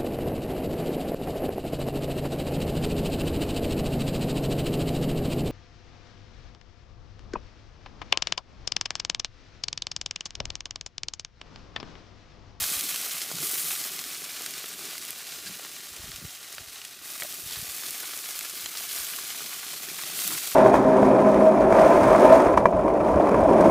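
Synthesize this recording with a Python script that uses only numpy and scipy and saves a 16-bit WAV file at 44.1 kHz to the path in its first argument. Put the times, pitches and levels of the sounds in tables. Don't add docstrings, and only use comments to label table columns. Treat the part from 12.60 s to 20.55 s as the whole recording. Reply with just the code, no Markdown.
import sys
import numpy as np
from scipy import signal
from scipy.fft import rfft, irfft
from scipy.io import wavfile
from scipy.ndimage import uniform_filter1d

SR = 44100
rng = np.random.default_rng(int(sys.argv[2]) if len(sys.argv) > 2 else 0)


def bounce(signal):
    frames = np.transpose(np.atleast_2d(signal))
    limited = np.clip(frames, -1, 1)
    pcm = np.round(limited * 32767).astype(np.int16)
    wavfile.write(sys.argv[1], SR, pcm)


N = 350595
TIME, HZ = np.arange(N) / SR, np.fft.rfftfreq(N, 1 / SR)

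# (frequency [Hz], level [dB])
SIZZLE_TONE = [(260, -11), (450, -10), (514, -15), (641, -10), (765, -6), (836, -9.5), (1070, -7.5),
               (1190, -3.5), (1860, -4), (2000, -1.5), (3940, 2), (6700, 1.5), (13600, 0), (14600, 1),
               (15300, -2.5)]
# (start [s], rise [s], hold [s], fade [dB/s], level [dB], fine fizz against that level [dB])
JUICE_SURGES = [(-0.03, .02, 0.036, 20.5, -31, 4), (0.5, 0.018, 0.094, 147, -46, 5),
                (0.794, 0.041, 0.25, 41, -36, 7), (1.908, .03, .04, 120, -40, -6),
                (2.2, .03, .04, 95, -42.5, -6), (2.69, 0.018, 0.021, 200, -39, -10),
                (4.415, 0.12, 0.12, 1, -41.2, 3.5), (4.88, 0.054, .5, -2.5, -40.5, -3.5),
                (5.12, 0.018, 0.34, 9, -44.5, 1.5), (6.143, 0.048, 0.24, 32, -43, 2.5),
                (6.28, 0.073, 0.02, 44, -38.5, 4.5), (6.672, 0.023, 0.035, 119, -40.5, -9),
                (7.332, 0.22, 0.29, 58, -43, 2), (7.553, 0.028, 0.073, 30, -34, 4)]
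# (time [s], half length [s], depth [dB])
BOIL_LULLS = [(0.666, 0.022, 3.5), (0.77, 0.074, 1), (1.78, 0.041, 1), (2.152, 0.045, 2), (2.62, 0.06, 1.4),
              (3.2, 0.55, 0.4), (3.813, 0.034, 1.5), (4.04, 0.04, 1), (4.375, 0.065, 2.2), (4.67, 0.035, 1),
              (4.85, 0.02, 1), (6.1, 0.043, 2), (7.18, 0.31, 1.2)]
# (time [s], level [dB])
FLAME_LEVELS = [(0.0, -56.5), (0.74, -56), (0.89, -54), (1.58, -57.5), (3.13, -59), (4.25, -66.5),
                (4.79, -58.5), (5.73, -62.5), (7.22, -57.5), (7.6, -51.5), (7.95, -59)]
# (frequency [Hz], width [Hz], level [dB])
FIREBOX_RESONANCES = [(167, 57, -0.5), (280, 97, -1.5), (370, 65, -2.5), (570, 100, -8)]
# (time [s], level [dB], frequency [Hz])
MIC_BUMPS = [(0.021, -36.5, 70), (0.172, -43, 75), (2.878, -44, 179), (3.32, -50, 65), (3.40, -44, 60),
             (3.443, -37, 120), (3.484, -47, 100), (3.545, -43, 60), (3.587, -45, 125), (3.627, -39.5, 160),
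             (3.655, -43, 75), (3.682, -53, 190), (4.01, -44, 85), (4.08, -53, 70), (4.864, -40, 107),
             (4.976, -42, 136), (4.996, -41.5, 110), (5.091, -48, 70), (6.04, -53, 80), (6.404, -47, 75)]
# (time [s], level [dB], pitch [Hz], width [octaves])
BLISTER_POPS = [(0.0396, -29, 2700, 2.6), (0.1228, -28, 8000, 2.8), (0.209, -27, 4970, 3.8),
                (0.343, -31.5, 1160, 4.8), (0.36, -27.5, 4970, 3.7), (0.617, -29.5, 4800, 1.8),
                (0.7139, -34.5, 400, 2.3), (0.785, -32, 6000, 9.2), (0.913, -30, 11000, 2.8),
                (1.1078, -31, 1960, 1.8), (1.117, -28, 5400, 3.4), (1.24, -34.5, 3600, 1.6),
                (1.391, -31.5, 2900, 2.6), (1.808, -40.5, 650, 2), (1.8207, -35, 8000, 2.4),
                (1.8621, -29, 3600, 3.2), (1.938, -35, 3500, 2.4), (2.041, -37.5, 1000, 2.8),
                (2.059, -39, 6500, 2.4), (2.3804, -33, 4800, 2.8), (2.451, -33, 9000, 2.6),
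                (2.506, -30, 7000, 2.8), (2.995, -40, 1190, 1.8), (3.0496, -36, 2400, 3.2),
                (3.3643, -38, 5000, 2.1), (3.5173, -38.5, 2920, 2.5), (3.5605, -37, 5000, 3),
                (3.9263, -38.5, 5000, 2), (3.9821, -34, 1770, 1.9), (4.216, -38, 3600, 1),
                (4.2502, -34.5, 3800, 2.9), (4.6, -33, 5400, 3.1), (4.6343, -31, 9500, 1.8),
                (4.7252, -35, 6500, 2.1), (4.9105, -38, 5000, 2.5), (4.958, -35, 2400, 2.4),
                (5.165, -33.5, 8000, 2.6), (5.3075, -31, 9630, 1.4), (5.404, -35, 5500, 3.7),
                (5.432, -37, 1090, 3.1), (5.5346, -37.5, 1700, 3.4), (5.576, -32, 11500, 1.7),
                (5.658, -42, 1810, 3), (5.7912, -27.5, 11000, 4.8), (5.809, -36, 3200, 3),
                (5.848, -37, 2400, 3.1), (5.8538, -41, 1000, 2.8), (6.173, -32.5, 5200, 1.8),
                (6.2075, -42, 700, 2.4), (6.447, -34, 9000, 2), (6.536, -34.5, 1900, 2),
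                (6.587, -36.5, 1600, 1.3), (6.7039, -33, 1910, 2), (6.721, -39, 2800, 1.8),
                (6.747, -40, 900, 3.3), (6.871, -44.5, 1600, 1.3), (6.93, -37, 1500, 1.3),
                (7.285, -41.5, 800, 2), (7.3885, -37, 1300, 1.8), (7.4355, -33.5, 2000, 3),
                (7.6197, -30.5, 3300, 3.3), (7.677, -22.3, 10000, 3.1), (7.779, -34.5, 1900, 1.8),
                (7.874, -31.5, 5440, 2.2)]
# (frequency [Hz], width [Hz], share removed [0-1])
PAN_NOTCHES = [(480, 39, 0.41), (870, 130, 0.46)]
# (start [s], end [s], start pitch [Hz], end pitch [Hz], width [Hz], level [dB])
FAT_FLARES = [(0.215, 0.28, 302, 280, 109, -50.5), (0.72, 0.865, 146.6, 176, 40, -49),
              (0.785, 0.885, 303, 404, 100, -50.5), (2.17, 2.34, 366, 374, 110, -57),
              (2.84, 2.94, 199, 175, 80, -53), (7.635, 7.715, 187, 179, 60, -52.5),
              (7.68, 7.77, 259, 354, 80, -48), (7.725, 7.78, 155, 144, 50, -53)]
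# (start [s], length [s], level [dB], pitch [Hz], width [octaves])
FAT_SPITS = [(0.508, 0.03, -36, 4000, 2.6), (0.603, 0.031, -39, 3630, 1.5), (0.868, 0.0092, -30, 9000, 2.6),
             (0.978, 0.014, -30, 6500, 3.6), (2.861, 0.034, -41.5, 4000, 2.6),
             (2.937, 0.014, -44, 3400, 1.2), (4.606, 0.012, -36, 7000, 2), (5.436, 0.014, -42, 1600, 2),
             (6.151, 0.022, -43, 4250, 0.9), (6.308, 0.012, -38.5, 3900, 0.83),
             (6.52, 0.016, -45, 2520, 1.5), (7.028, 0.018, -42, 1700, 1.9),
             (7.132, 0.017, -36.5, 2600, 4.4), (7.385, 0.017, -44, 1470, 1.2),
             (7.70, 0.064, -42, 1600, 1.6)]
# (start [s], end [s], start pitch [Hz], end pitch [Hz], width [Hz], level [dB])
STEAM_WHISTLES = [(0.66, 0.92, 4320, 4340, 220, -55), (2.86, 2.886, 1670, 1650, 140, -47.5),
                  (2.86, 2.885, 4500, 4600, 900, -42), (6.223, 6.6, 1785, 1310, 260, -55),
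                  (7.5, 7.68, 9000, 7940, 180, -51)]
# (time [s], ring level [dB], crack level [dB], crack pitch [Hz], rattle level [dB])
TONG_KNOCKS = [(4.622, -24, -35.5, 2050, -44.5), (6.0598, -24, -34.5, 3750, -62)]
# (frequency [Hz], level [dB], time to fade 60 dB [s])
TONG_TONES = [(1350, -6, 0.029), (1970, -8, 0.032), (2220, -6, 0.026), (3050, -6, .026), (3300, -6.5, .024),
              (4100, -5, 0.031), (7100, 5, 0.015)]
# (frequency [Hz], width [Hz], level [dB])
GRATE_RESONANCES = [(372, 180, -9), (635, 90, 4)]
# (start [s], length [s], level [dB])
GLAZE_PEELS = [(4.866, 0.11, -43.5)]

SPRAY_MS = 2.06
ONSET_SAMPLES = 256


def gain_of(db):
    return 10 ** (np.asarray(db) / 20)


def evened(x):
    return x / np.sqrt(np.mean(x ** 2) + 1e-20)


def add(mix, start_s, sound):
    part = mix[max(round(start_s * SR), 0):][:len(sound)]
    part += sound[:len(part)]


def filtered(x, response):
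    return irfft(rfft(x) * response, N)


def below(edge_hz, order):
    return 1 / np.sqrt(1 + (HZ / edge_hz) ** (2 * order))


def above(edge_hz, order):
    return 1 - below(edge_hz, order) ** 2


def resonance(hz, width_hz):
    return 1 / (1 + 1j * (HZ ** 2 - hz ** 2) / (width_hz * HZ + 1e-9))


def wander(slow_hz, fast_hz):
    response = below(fast_hz, order=2) * HZ / (HZ + slow_hz) ** 1.5
    return evened(filtered(rng.standard_normal(N), response))


def by_chance(per_s, samples=N):
    return np.flatnonzero(rng.random(samples) < per_s / SR)


def boil(fry_db=-33.5, drying_db_per_s=2):
    power = gain_of(fry_db - drying_db_per_s * TIME) ** 2
    fizz_power = power * gain_of(-0.9 - 0.75 * TIME) ** 2
    for start, rise_s, hold_s, fade_db_per_s, db, fizz_db in JUICE_SURGES:
        age = TIME - start
        faded_db = fade_db_per_s * np.maximum(age - rise_s - hold_s, 0)
        steam = np.clip(age / rise_s, 0, 1) * gain_of(db - faded_db) ** 2
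        power += steam
        fizz_power += steam * gain_of(fizz_db) ** 2
    lull_db = sum(db * np.exp(-((TIME - s) / half_s) ** 2) for s, half_s, db in BOIL_LULLS)
    return 10 * np.log10(power) - lull_db, 10 * np.log10(fizz_power) - lull_db


def sputter(per_s, decay_s, steady_s):
    splashes = (rng.random(N) < per_s / SR) * np.minimum(rng.exponential(1, N), 3)
    flashes = signal.lfilter([1], [1, -np.exp(-1 / (decay_s * SR))], splashes)
    supply = uniform_filter1d(flashes, round(steady_s * SR))
    return flashes / (supply + flashes.mean() / 20)


def burst(centre_hz, octaves, decay_ms, scatter):
    t = np.arange(1024) / SR
    spray = np.exp(-1000 * t / max(decay_ms, 0.2))
    echoes = 0.053 * np.exp(-t / 0.0068)
    snap = scatter * rng.standard_normal(len(t)) * (spray + echoes)
    snap[0] = 1
    reach = 2 ** (max(octaves, 0.5) / 2)
    edges_hz = np.clip([centre_hz / reach, centre_hz * reach], 50, SR / 2 - 1000)
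    return signal.sosfilt(signal.butter(2, edges_hz, "band", fs=SR, output="sos"), snap)


def crackle(per_s, spread_db, largest, decay_ms, pitches=32):
    at = by_chance(per_s)
    kind, rank, sign = rng.random((N, 3))[at].T
    size = gain_of(-spread_db * np.log(rank + np.exp(-largest))) * np.sign(sign - 0.5)
    out, power = np.zeros(N), 0
    for k, centre_hz in enumerate(np.geomspace(700, 15000, pitches)):
        bubble = evened(burst(centre_hz, 2.33, decay_ms * rng.uniform(0.4, 1.17), scatter=0.31))
        chosen = (kind * pitches).astype(int) == k
        clicks = np.zeros(N)
        clicks[at[chosen]] = size[chosen]
        out += signal.oaconvolve(clicks, bubble)[:N]
        power = power + abs(rfft(bubble)) ** 2
    colour = np.interp(HZ, np.linspace(0, SR / 2, len(power)), uniform_filter1d(power, size=9))
    return evened(filtered(out, 1 / np.sqrt(colour)))


def wall_echoes(x, strength, sway_s, count=7):
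    out = x.copy()
    for delay_s in np.linspace(0.0009, 0.0048, count):
        path_s = delay_s * rng.uniform(1.0, 1.107)
        hand = np.sin(2 * np.pi * (rng.uniform(0.112, 0.397) * TIME + rng.random()))
        echo = np.interp(TIME - path_s - sway_s * hand, TIME, x)
        out += strength * rng.choice([-1, 1]) * echo
    return out


def sizzle(level_db, fizz_db, usual_db=-42.5):
    activity = 0.62 + 0.35 * sputter(per_s=170, decay_s=0.007, steady_s=0.083)
    hiss = evened(rng.standard_normal(N) * np.sqrt(activity))
    frying = crackle(2900 * activity, spread_db=2.0, largest=4.1, decay_ms=0.48)
    spitting = crackle(260 * activity, spread_db=3.5, largest=3.0, decay_ms=1.7)
    spitting = filtered(spitting, below(3700, order=1))
    blend = gain_of(1.0) * hiss + frying + gain_of(-0.5) * spitting
    blend = wall_echoes(blend, strength=0.079, sway_s=0.00012)
    hz, db = np.transpose(SIZZLE_TONE)
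    tone = gain_of(np.interp(np.log(HZ + 1), np.log(hz), db))
    blend = filtered(blend, tone * above(190, order=2))
    bubbling_db = usual_db - 9 + 0.85 * (level_db - usual_db)
    unrest = wander(5.2, 7.8)
    low, not_high = below(2170, order=3) ** 2, below(8100, order=3) ** 2
    bubbling = evened(filtered(blend, low)) * gain_of(bubbling_db + unrest)
    body = evened(filtered(blend, not_high - low)) * gain_of(level_db - 1.67 + 0.5 * unrest)
    fizz = evened(filtered(blend, 1 - not_high)) * gain_of(fizz_db + 1.0 + 0.35 * unrest)
    return gain_of(-3.0) * (bubbling + body + fizz)


def flame():
    firebox = sum(gain_of(db) * resonance(hz, width) for hz, width, db in FIREBOX_RESONANCES)
    swirl = rng.standard_normal(N) * gain_of(3.6 * wander(14, 77))
    roar = evened(filtered(swirl, firebox * below(620, order=3) * above(113, order=3)))
    rumble = filtered(rng.standard_normal(N), below(120, order=2) * above(32, order=3))
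    roar_db = np.interp(TIME, *np.transpose(FLAME_LEVELS)) + 0.5 + 1.1 * wander(1.9, 5.7)
    return roar * gain_of(roar_db) + gain_of(-70.5) * evened(rumble)


def bumps(shudder_db=-17.5, shudder_s=0.046):
    out, shudder_level = np.zeros(N), np.zeros(N)
    around = np.arange(-8000, 8000) / SR
    shudder = filtered(rng.standard_normal(N), below(110, order=2) * above(50, order=3))
    shudder = evened(shudder * gain_of(7.0 * wander(12, 30)))
    for s, db, hz in MIC_BUMPS:
        t = around[s + around >= 0]
        push_pull = np.sin(2 * np.pi * hz * t) * np.exp(-(hz * t / 0.43) ** 2)
        add(out, s + t[0], gain_of(db) * push_pull)
        add(shudder_level, s + t[0], gain_of(db) * np.exp(-((t - 0.015) / shudder_s) ** 2))
    return out + gain_of(shudder_db) * shudder_level * shudder


def pops(level_db, dry_above_hz=9500):
    out = np.zeros(N)
    for s, db, centre_hz, octaves in BLISTER_POPS + stray_pops(level_db):
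        wetness = 1 / (1 + (centre_hz / dry_above_hz) ** 2)
        pop = burst(centre_hz, octaves, SPRAY_MS * wetness, scatter=0.48 * np.sqrt(wetness))
        add(out, s, gain_of(db) * pop / pop[:ONSET_SAMPLES].std())
    notches = [1 - share * resonance(hz, width) for hz, width, share in PAN_NOTCHES]
    return gain_of(-1.2) * filtered(out, np.prod(notches, axis=0))


def stray_pops(level_db, low_hz=420, high_hz=9000, db_per_octave=3.5, octaves=2.6):
    at = by_chance(per_s=6)
    pitch, softness = rng.random((N, 2))[at].T
    hz = low_hz * (high_hz / low_hz) ** pitch
    db = level_db[at] - 3.5 + db_per_octave * np.log2(hz / 2000) - (2 * softness - 1)
    return [(*row, octaves) for row in zip(at / SR, db, hz)]


def snaps(fizz_db, above_fizz_db=12, scatter_db=2.5, centre_hz=8500):
    out = np.zeros(N)
    at = by_chance(per_s=16)
    for i, (strength, pitch) in zip(at, rng.uniform(-0.9, 1, (N, 2))[at]):
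        snap = burst(centre_hz * 2 ** (pitch / 2), octaves=2.24, decay_ms=0.6, scatter=0.21)
        peak_db = fizz_db[i] + above_fizz_db + scatter_db * strength
        add(out, i / SR, gain_of(peak_db) * snap / abs(snap).max())
    return out


def singing_flow(rows):
    out = np.zeros(N)
    for start, end, start_hz, end_hz, width_hz, db in rows:
        samples = round((end - start) * SR)
        eddies = rng.standard_normal((SR, 2)) @ [1, 1j]
        smoothing = signal.butter(2, width_hz / 2, fs=SR, output="sos")
        wobble = signal.sosfilt(smoothing, eddies)[-samples:]
        glide = np.exp(2j * np.pi * np.cumsum(np.linspace(start_hz, end_hz, samples)) / SR)
        fade = signal.windows.tukey(samples, 0.5)
        add(out, start, gain_of(db) * evened((wobble * glide).real * fade))
    return out


def flares():
    return singing_flow(FAT_FLARES)


def spits(bubbles=12, fade_db=9):
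    out = np.zeros(N)
    for start, length_s, db, centre_hz, octaves in FAT_SPITS:
        run = np.zeros(SR // 4)
        for progress in (np.arange(bubbles) + rng.random(bubbles)) / bubbles:
            bubble = evened(burst(centre_hz, octaves, SPRAY_MS, scatter=0.35))
            add(run, progress * length_s, gain_of(-fade_db * progress) * bubble)
        add(out, start, gain_of(db) * run * np.sqrt(length_s * SR / np.sum(run ** 2)))
    return out


def steam_whistles():
    return singing_flow(STEAM_WHISTLES)


def tongs(drop_db_per_octave=8):
    out, t = np.zeros(N), np.arange(4096) / SR
    for s, ring_db, crack_db, crack_hz, _ in TONG_KNOCKS:
        crack = burst(crack_hz, octaves=1.8, decay_ms=2, scatter=0.24)
        add(out, s, gain_of(crack_db) * crack / crack[:ONSET_SAMPLES].std())
        for hz, db, ring_s in TONG_TONES:
            tone_db = ring_db + db - drop_db_per_octave * abs(np.log2(hz / crack_hz))
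            add(out, s, gain_of(tone_db - 60 * t / ring_s) * np.sin(2 * np.pi * hz * t))
    return out


def grate(hits_per_s=420, delay_s=0.0043, length_s=0.029, fade_db=5):
    impacts, age = np.zeros(N), np.arange(round(length_s * SR)) / SR
    fade = gain_of(-fade_db * age / length_s)
    for s, *_, rattle_db in TONG_KNOCKS:
        pace, force = rng.standard_normal((2, SR))[:, :len(age)]
        progress = np.cumsum(hits_per_s * (1 + 3 * pace)) / SR
        hits_so_far = np.floor(np.maximum.accumulate(progress))
        hits = np.diff(hits_so_far, prepend=-1) * (1 + 0.36 * force) * np.sign(force)
        add(impacts, s + delay_s, gain_of(rattle_db) * evened(hits * fade))
    body = sum(gain_of(db) * resonance(hz, width) for hz, width, db in GRATE_RESONANCES)
    body *= below(900, order=2)
    return filtered(impacts, body / np.sqrt(np.mean(abs(body) ** 2)))


def peel(centre_hz=3900, scatter_db=6):
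    out = np.zeros(N)
    for start, length_s, db in GLAZE_PEELS:
        run = np.zeros(SR // 2)
        at = by_chance(per_s=650, samples=len(run))
        for i, (pitch, strength) in zip(at, rng.standard_normal((len(run), 2)).clip(-2, 2)[at]):
            thread = burst(centre_hz * 2 ** (0.19 * pitch), octaves=0.59, decay_ms=1.0, scatter=0.27)
            pull = np.sqrt(np.sin(np.pi * min(i / SR / length_s, 1)))
            add(run, i / SR, pull * gain_of(scatter_db * strength) * evened(thread))
        add(out, start, gain_of(db) * run * np.sqrt(length_s * SR / np.sum(run ** 2)))
    return out


def scene():
    level_db, fizz_db = boil()
    mono = sizzle(level_db, fizz_db) + steam_whistles() + tongs() + grate()
    mono += flame() + flares() + bumps()
    mono += pops(level_db) + spits() + peel() + snaps(fizz_db)
    return np.array([mono, mono])


def record(dry, lowest_hz=34, highest_hz=15550):
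    bass_cut = signal.butter(3, lowest_hz, "high", fs=SR, output="sos")
    treble_cut = signal.firwin(401, highest_hz, window=("kaiser", 8), fs=SR)
    return signal.oaconvolve(signal.sosfilt(bass_cut, dry), treble_cut[None], "same")


dry = scene()
out = record(dry)
bounce(out)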